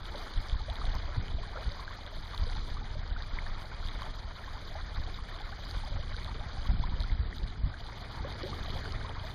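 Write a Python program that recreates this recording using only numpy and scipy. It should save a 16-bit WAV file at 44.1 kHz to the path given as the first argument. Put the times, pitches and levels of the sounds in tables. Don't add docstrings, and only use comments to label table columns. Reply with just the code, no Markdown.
import sys
import numpy as np
from scipy import signal
from scipy.fft import rfft, irfft, next_fast_len
from scipy.io import wavfile
from scipy.ndimage import uniform_filter1d

SR = 44100
rng = np.random.default_rng(int(sys.argv[2]) if len(sys.argv) > 2 else 0)


def gain_from_db(level_db):
    decades = np.asarray(level_db, float) / 20
    return 10 ** decades


def dump_mix(stems):
    frames = np.atleast_2d(stems).T
    limited = np.clip(frames, -1, 1)
    pcm = np.round(limited * 32767).astype(np.int16)
    wavfile.write(sys.argv[1], SR, pcm)


N = 411894
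COARSE = 40


def rms_one(x):
    return x / np.sqrt(np.mean(x ** 2) + 1e-20)


def per_sample(coarse):
    return np.interp(np.arange(N) / COARSE, np.arange(len(coarse)), coarse)


def in_time(rows):
    s, *columns = np.transpose(rows)
    return [np.interp(np.arange(N) / SR, s, column) for column in columns]


def swells(s, rise_s, fall_s):
    late = np.arange(0, N, COARSE) / SR - s[:, None]
    return np.exp(-0.5 * (late / np.where(late < 0, rise_s, fall_s)) ** 2)


def drift(rate_hz):
    memory = np.exp(-2 * np.pi * rate_hz * COARSE / SR)
    noise = rng.standard_normal(N // COARSE + 2002)
    slow = signal.lfilter([1], [1, -2 * memory, memory ** 2], noise)[2000:]
    return per_sample(rms_one(slow))


def colour(x, points):
    hz, db = np.transpose(points)
    size = next_fast_len(N)
    bins = np.maximum(np.fft.rfftfreq(size, 1 / SR), 1)
    gain = gain_from_db(np.interp(np.log(bins), np.log(hz), db))
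    return irfft(rfft(x, size) * gain, size)[:N]


def split(x, hz):
    low = signal.butter(4, hz, "low", fs=SR, output="sos")
    high = signal.butter(4, hz, "high", fs=SR, output="sos")
    return signal.sosfilt(low, x), signal.sosfilt(high, x)


def evened(x, share):
    swelling = uniform_filter1d(uniform_filter1d(x ** 2, size=900), size=900)
    return rms_one(x / (swelling + 1e-20) ** (share / 2))


def bubbles(start_s, height, hz, cycles, rise, size, swell_turns=1.76):
    turns = np.arange(size) / SR * hz[:, None]
    life = turns / np.maximum(cycles, 1)[:, None]
    swell = np.minimum(turns / swell_turns, 1) * np.exp(-np.log(1000) * life)
    ring = np.sin(2 * np.pi * turns * (1 + rise[:, None] * life))
    waves = height[:, None] * swell * ring
    at = (start_s * SR).astype(int)[:, None] + np.arange(size)
    return np.bincount(at.ravel(), waves.ravel(), N + size)[:N]


def swarm(low_hz, high_hz, cycles, spread_db, count, size):
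    when, pitch, strength, length, climb = rng.random((count, 5)).T
    height = gain_from_db(spread_db * np.minimum(-np.log(1 - strength), 2.8))
    hz = low_hz + (high_hz - low_hz) * pitch
    return rms_one(bubbles(when * N / SR, height, hz, cycles * (0.5 + length), 0.918 * climb ** 2, size))


def hiss(low_hz, high_hz, patchy_db):
    edges = np.geomspace(low_hz, high_hz, 7)
    together = drift(34.0)
    out = 0
    for low, high in zip(edges, edges[1:]):
        band_pass = signal.butter(2, [low, high], "band", fs=SR, output="sos")
        band = signal.sosfilt(band_pass, rng.standard_normal(N))
        out = out + band * gain_from_db(patchy_db * (0.91 * together + drift(33.0)))
    return rms_one(out)


# (time [s], level [dB])
WATER_FLOW = [
    (0, -55),
    (1.0, -50.5),
    (2.1, -51.5),
    (3.2, -52),
    (4.3, -53),
    (6.0, -52),
    (6.9, -51),
    (7.6, -55),
    (8.1, -49),
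    (9.34, -50.5),
]
# (time [s], gurgle rise [dB], fizz rise [dB], slosh rise [dB])
HULL_LAPS = [(.19, 6, 6.5, 8.5), (.48, 1.5, 5, -1), (.87, 3.5, 3.5, 2), (1.25, -0.5, -0.5, 2),
             (1.62, 1, 0.5, 1), (2.41, 1.5, 3, 0), (2.6, -0.5, 2.5, 2.5), (3.42, 3, 2.5, 1),
             (3.98, 4, 4, 2.5), (4.62, 1.5, 2.5, 3), (5.06, 2, 4, 2.5), (5.4, 1, 1.5, 2),
             (5.74, 1.5, 3.5, 0.5), (6.15, 1, 2, 1.5), (6.56, 1, 3, 0.5), (7.39, 1, 1.5, 5.5),
             (8.25, -2, -1, 3), (8.5, 2, 4.5, 7.5), (8.8, 1.5, 2.5, 6), (9.1, 0.5, 0, 3)]
# (pitch [Hz], level [dB])
WATER_COLOUR = [(300, -16.5), (550, -0.5), (1100, 0.5), (2000, -1.5), (3500, -3), (4900, -6.5), (5150, -15),
                (6000, -15.5), (7200, -23), (9000, -22.5), (12000, -23), (15000, -22.5)]


def wash():
    flow_db, = in_time(WATER_FLOW)
    swing_db = flow_db - flow_db.mean()
    s, *rises_db = np.transpose(HULL_LAPS)
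    lap_shapes = swells(s, rise_s=0.11, fall_s=0.11)
    gurgle_lap_db, fizz_lap_db, slosh_lap_db = [per_sample(rise @ lap_shapes) for rise in rises_db]
    gurgle_db = flow_db + gurgle_lap_db
    fizz_db = -56.5 + 0.75 * swing_db + fizz_lap_db
    slosh_db = -58 + 0.68 * swing_db + slosh_lap_db

    clumps = gain_from_db(2.1 * drift(17.0))
    large = swarm(548.0, 2716, 48.8, spread_db=2.5, count=2200, size=1500)
    small = swarm(2660, 15600, 32.0, spread_db=3.0, count=10000, size=200)
    gurgle = colour(hiss(398, 2750, patchy_db=2.44) + 0.53 * clumps * large, WATER_COLOUR)
    fizz = colour(hiss(2740, 12200, patchy_db=2.0) + 0.72 * clumps * small, WATER_COLOUR)
    slosh = hiss(157.2, 481.5, patchy_db=1.94)
    return (gain_from_db(gurgle_db + 2.0) * rms_one(gurgle)
            + gain_from_db(fizz_db + 4.0) * rms_one(fizz)
            + gain_from_db(slosh_db - 1.0) * slosh)


# (time [s], buffet level [dB], extra flutter [dB])
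STEADY_WIND = [(0, -38, -2.5), (.3, -43, -6), (.6, -35, -3), (1.3, -36.5, 1), (2.0, -45, -1),
               (2.5, -33.5, -0.5), (3.2, -36.5, 0.5), (4.4, -43, 0), (5.0, -36, -0.5), (5.4, -41, -1.5),
               (6.0, -37.5, 2.5), (6.6, -39, 5), (6.9, -31, 3.5), (7.6, -42.5, 3.5), (7.8, -43, 2.5),
               (8.4, -46, 8), (8.75, -38, 7), (9.34, -47.5, 6.5)]
# (time [s], peak level [dB], pitch [Hz])
WIND_PUFFS = [(0.38, -19.5, 29.7), (0.537, -25.5, 39), (0.613, -26.5, 36), (0.707, -26, 36),
              (0.848, -26, 35.8), (0.956, -26, 21), (1.181, -18, 92.5), (1.357, -28, 60.6),
              (1.674, -21.5, 45.7), (2.423, -20, 55.5), (2.574, -29, 41), (2.692, -33, 48.5),
              (2.812, -30, 31), (2.973, -28, 36), (3.126, -27, 33), (3.979, -30.5, 38), (4.989, -28, 40),
              (5.762, -28, 35), (5.957, -25.5, 33.3), (6.705, -15, 46), (6.747, -22, 39.7),
              (6.798, -21.5, 47), (6.901, -23, 45), (7.008, -22.5, 42), (7.128, -20, 42.3),
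              (7.202, -19.5, 61), (7.438, -22, 35.1), (7.596, -27.5, 38.7), (7.648, -18.5, 43),
              (8.215, -24.5, 47.7)]
# (pitch [Hz], level per Hz [dB])
WIND_COLOUR = [(7.1, -10), (12, 4), (27, 11.5), (50, 0), (99, -6.5), (150, -15), (285, -27), (400, -48.5),
               (520, -79), (880, -120)]


def wind():
    breeze_db, extra_db = in_time(STEADY_WIND)
    shoves = rng.standard_normal(N) * (rng.random(N) < 70.0 / SR)
    pushes = rms_one(shoves) + 0.6 * rng.standard_normal(N)
    deep, flutter = split(colour(pushes, WIND_COLOUR), hz=72.0)
    flutter_db = -49 + extra_db + 0.36 * (breeze_db - breeze_db.mean())
    steady = gain_from_db(breeze_db) * evened(deep, share=0.2) + gain_from_db(flutter_db) * evened(flutter, share=0.58)

    s, db, hz = np.transpose(WIND_PUFFS)
    turns = (np.arange(0, N, COARSE) / SR - s[:, None]) * hz[:, None]
    phase = rng.random((len(s), 1))
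    puffs = np.exp(-0.5 * (turns / 0.38) ** 2) * np.cos(2 * np.pi * (turns + phase))
    stirred_db = db - 19 - np.log2(hz / 40)
    stirred = gain_from_db(stirred_db) @ swells(s, rise_s=0.012, fall_s=0.021)
    return (steady + per_sample(gain_from_db(db - 1.5) @ puffs)
            + per_sample(stirred) * evened(flutter, share=0.52))


# (time [s], peak level [dB], pitch [Hz])
LARGE_BUBBLES = [(0.148, -27, 574), (0.604, -28.5, 850), (0.84, -28.5, 718), (1.383, -29.5, 665),
                 (2.952, -31.5, 594), (4.06, -31, 855), (4.752, -25.5, 807), (5.074, -30, 730),
                 (5.405, -31, 820), (5.521, -32, 774), (5.835, -27, 850), (6.837, -19, 970),
                 (6.922, -30, 945), (8.174, -33, 945), (8.196, -28, 875), (8.247, -22, 543),
                 (8.434, -22, 366), (9.093, -26, 850), (2.125, -33, 640), (2.465, -31, 484),
                 (2.815, -32, 830), (3.37, -31, 1000), (3.58, -34, 970), (5.77, -32, 1050),
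                 (7.097, -26, 2040)]
# (time [s], peak level [dB], pitch [Hz])
SMALLER_BUBBLES = [(0.265, -30, 1310), (0.544, -28, 1033), (0.815, -22, 1200), (1.433, -29, 1060),
                   (1.561, -23, 1350), (1.794, -26.5, 1080), (1.878, -21, 1550), (1.906, -28, 1080),
                   (2.334, -29, 1150), (2.768, -25.5, 1140), (3.163, -22.5, 1420), (3.387, -9.5, 2070),
                   (3.465, -24.5, 1740), (3.717, -27.5, 1480), (3.827, -30, 1400), (4.019, -22, 1090),
                   (4.439, -27, 1730), (4.478, -26.5, 1070), (5.187, -27.5, 1160), (5.287, -26.5, 1700),
                   (6.143, -26, 1510), (6.655, -28, 1100), (7.038, -27, 1370), (7.327, -22.5, 1890),
                   (7.74, -24.5, 1560), (8.529, -24, 1170), (8.605, -28, 1610), (8.856, -23, 1500),
                   (9.011, -26.5, 1540), (9.047, -23, 1030)]
# (time [s], peak level [dB], pitch [Hz], life [cycles], pitch rise [share])
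SLIDING_BUBBLES = [(.682, -27.5, 556, 90, 1.9), (1.555, -24, 620, 22, 0.063), (1.568, -33.5, 474, 140, 1.6),
                   (1.572, -24.5, 1280, 45, 0.76), (2.345, -25, 1000, 40, 0.058),
                   (4.754, -31.5, 622, 91, 0.43), (8.243, -24, 1140, 27, 0), (8.432, -22, 525, 29, 0.23),
                   (8.46, -26, 573, 47, 0.13), (8.487, -32, 850, 94, 0.33), (8.75, -32.5, 540, 93, 0.25),
                   (8.765, -27, 820, 42, 0.25), (9.235, -33.5, 623, 96, 0.41), (5.315, -30, 1850, 50, 0.16),
                   (5.525, -30, 1420, 80, 0.84), (5.915, -35, 545, 91, 0.79), (5.985, -32, 542, 60, 0.77),
                   (6.165, -38, 490, 70, 0.64), (6.345, -35, 427, 65, 0.57), (6.41, -34, 835, 78, 0.15),
                   (6.57, -31, 782, 64, .2), (6.185, -27, 2150, 53, 0.35), (6.96, -36, 505, 66, 0.48),
                   (9.165, -29.5, 947, 80, 1.1)]


def gurgles():
    rows = []
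    for s, db, hz in list(LARGE_BUBBLES) + list(SMALLER_BUBBLES):
        cycles = 41.3 - 1.55 * (db + 23.5)
        rows.append((s, db, hz, cycles, 0.25))
    s, db, hz, cycles, rise = np.transpose(rows + list(SLIDING_BUBBLES))
    return bubbles(s, gain_from_db(db - 8.5), hz * 0.954, cycles, rise, size=5000)


# (time [s], peak level [dB], pitch [Hz])
DROP_TICKS = [(0.3383, -24, 3780), (0.376, -25, 3320), (0.4853, -27, 4900), (0.497, -21.5, 3200),
              (0.5175, -26, 3340), (0.7, -20.5, 3350), (0.756, -23.5, 3380), (0.854, -22.5, 3610),
              (0.9523, -24.5, 4840), (1.282, -22, 2880), (1.6914, -26.5, 3560), (2.0643, -25, 3260),
              (2.3473, -24, 3870), (2.378, -19, 3660), (3.2229, -22.5, 3870), (3.8857, -22, 3350),
              (4.02, -26, 3890), (5.711, -22, 4260), (6.1656, -24, 3840), (6.246, -22.5, 3620),
              (7.0042, -19.5, 3950), (7.023, -24, 3520), (7.0345, -24, 4030), (7.383, -24, 3720),
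              (8.3042, -25.5, 3480), (8.4318, -21, 4250), (8.704, -23, 3840), (8.776, -24.5, 3300),
              (8.9226, -23, 4600), (9.0932, -23, 2950)]


def ticks():
    s, db, hz = np.transpose(DROP_TICKS)
    same = np.ones(len(s))
    ring = bubbles(s, gain_from_db(db + 7.0), hz, 9.1 * same, 0.052 * same, size=400, swell_turns=2.4)
    crack = bubbles(s, gain_from_db(db - 19.5), 2.36 * hz, 24.0 * same, 0.22 * same, size=100, swell_turns=0.89)
    return ring + crack


# (time [s], peak level [dB])
SPRAY_SPITS = [(0.4085, -65), (0.9462, -41), (1.0535, -62), (1.3618, -37), (2.6274, -70), (4.0188, -53),
               (4.675, -42), (4.8489, -50), (5.017, -69), (5.7843, -66), (7.0045, -62), (7.3682, -58)]


def spray():
    s, db = np.transpose(SPRAY_SPITS)
    same = np.ones(len(s))
    return bubbles(s, gain_from_db(db + 9), 10200 * same, 14.0 * same, 0.2 * same, size=100, swell_turns=0.7)


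def scene():
    return (wash() + wind() + gurgles() + ticks() + spray())[None]


# (pitch [Hz], width [Hz])
HOUSING_NOTCHES = [
    (2702, 1017),
    (5502, 550),
    (7900, 1200),
    (10906, 1470),
]


def housing(x):
    for hz, width_hz in HOUSING_NOTCHES:
        x = signal.lfilter(*signal.iirnotch(hz, hz / width_hz, SR), x)
    return x


# (rumble over fizz [dB], highest pitch kept [Hz])
TREBLE_LIMITS = [
    (-99, 15500),
    (12.5, 10900),
    (16.5, 6900),
    (20, 5040),
]
# (pitch [Hz], luck needed to sound [0 to 1, above 1 always silent])
TREBLE_DROPOUTS = [(5300, 0.035), (7200, 0.3), (7500, 0.65), (8200, 0.66), (8500, 0.52), (10400, 0.38),
                   (11000, 0.61), (12500, 0.5), (14900, 0.45), (15300, 1.1)]


def treble_gate(x, patch_hz, sparse):
    shape = dict(fs=SR, window="cosine", nperseg=2048, noverlap=1024)
    hz, at_s, cells = signal.stft(x, **shape)
    power = np.abs(cells[0]) ** 2 + 1e-20
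    rumble = power[(hz > 35) & (hz < 300)].sum(axis=0)
    fizz = power[(hz > 3000) & (hz < 5000)].sum(axis=0)
    memory = 0.48
    load_db = signal.lfilter([1 - memory], [1, -memory], 10 * np.log10(rumble / fizz))
    load_db = load_db + 0.97 * rng.standard_normal(len(at_s))
    steps_db, top_hz = np.transpose(TREBLE_LIMITS)
    kept_hz = top_hz[np.searchsorted(steps_db, load_db) - 1]

    loudest = np.array(sorted(DROP_TICKS, key=lambda tick: -tick[1]))[:8, 0]
    sharp_s = np.append(loudest, np.transpose(SPRAY_SPITS)[0])
    kept_hz[np.round(sharp_s * SR / 1024).astype(int)] = top_hz.max()

    patch = (hz / patch_hz).astype(int)
    luck, edge = rng.random((2, 60, len(at_s)))
    share = np.interp(hz, *np.transpose(TREBLE_DROPOUTS), left=0)[:, None]
    in_reach = hz[:, None] < kept_hz * (0.95 + 0.12 * edge[0])
    lucky = 0.5 * luck[patch] + 0.5 * edge[1] > share
    thinned = rng.random(cells.shape[1:]) > sparse * (share > 0.05)
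    return signal.istft(cells * (in_reach & lucky) * thinned, **shape)[1][:, :N]


def band_limit(x):
    return signal.sosfilt(signal.butter(12, 15620, fs=SR, output="sos"), x)


def record(dry):
    mix = treble_gate(housing(dry), patch_hz=850, sparse=0.11)
    return band_limit(mix)


dry = scene()
out = record(dry)
dump_mix(out)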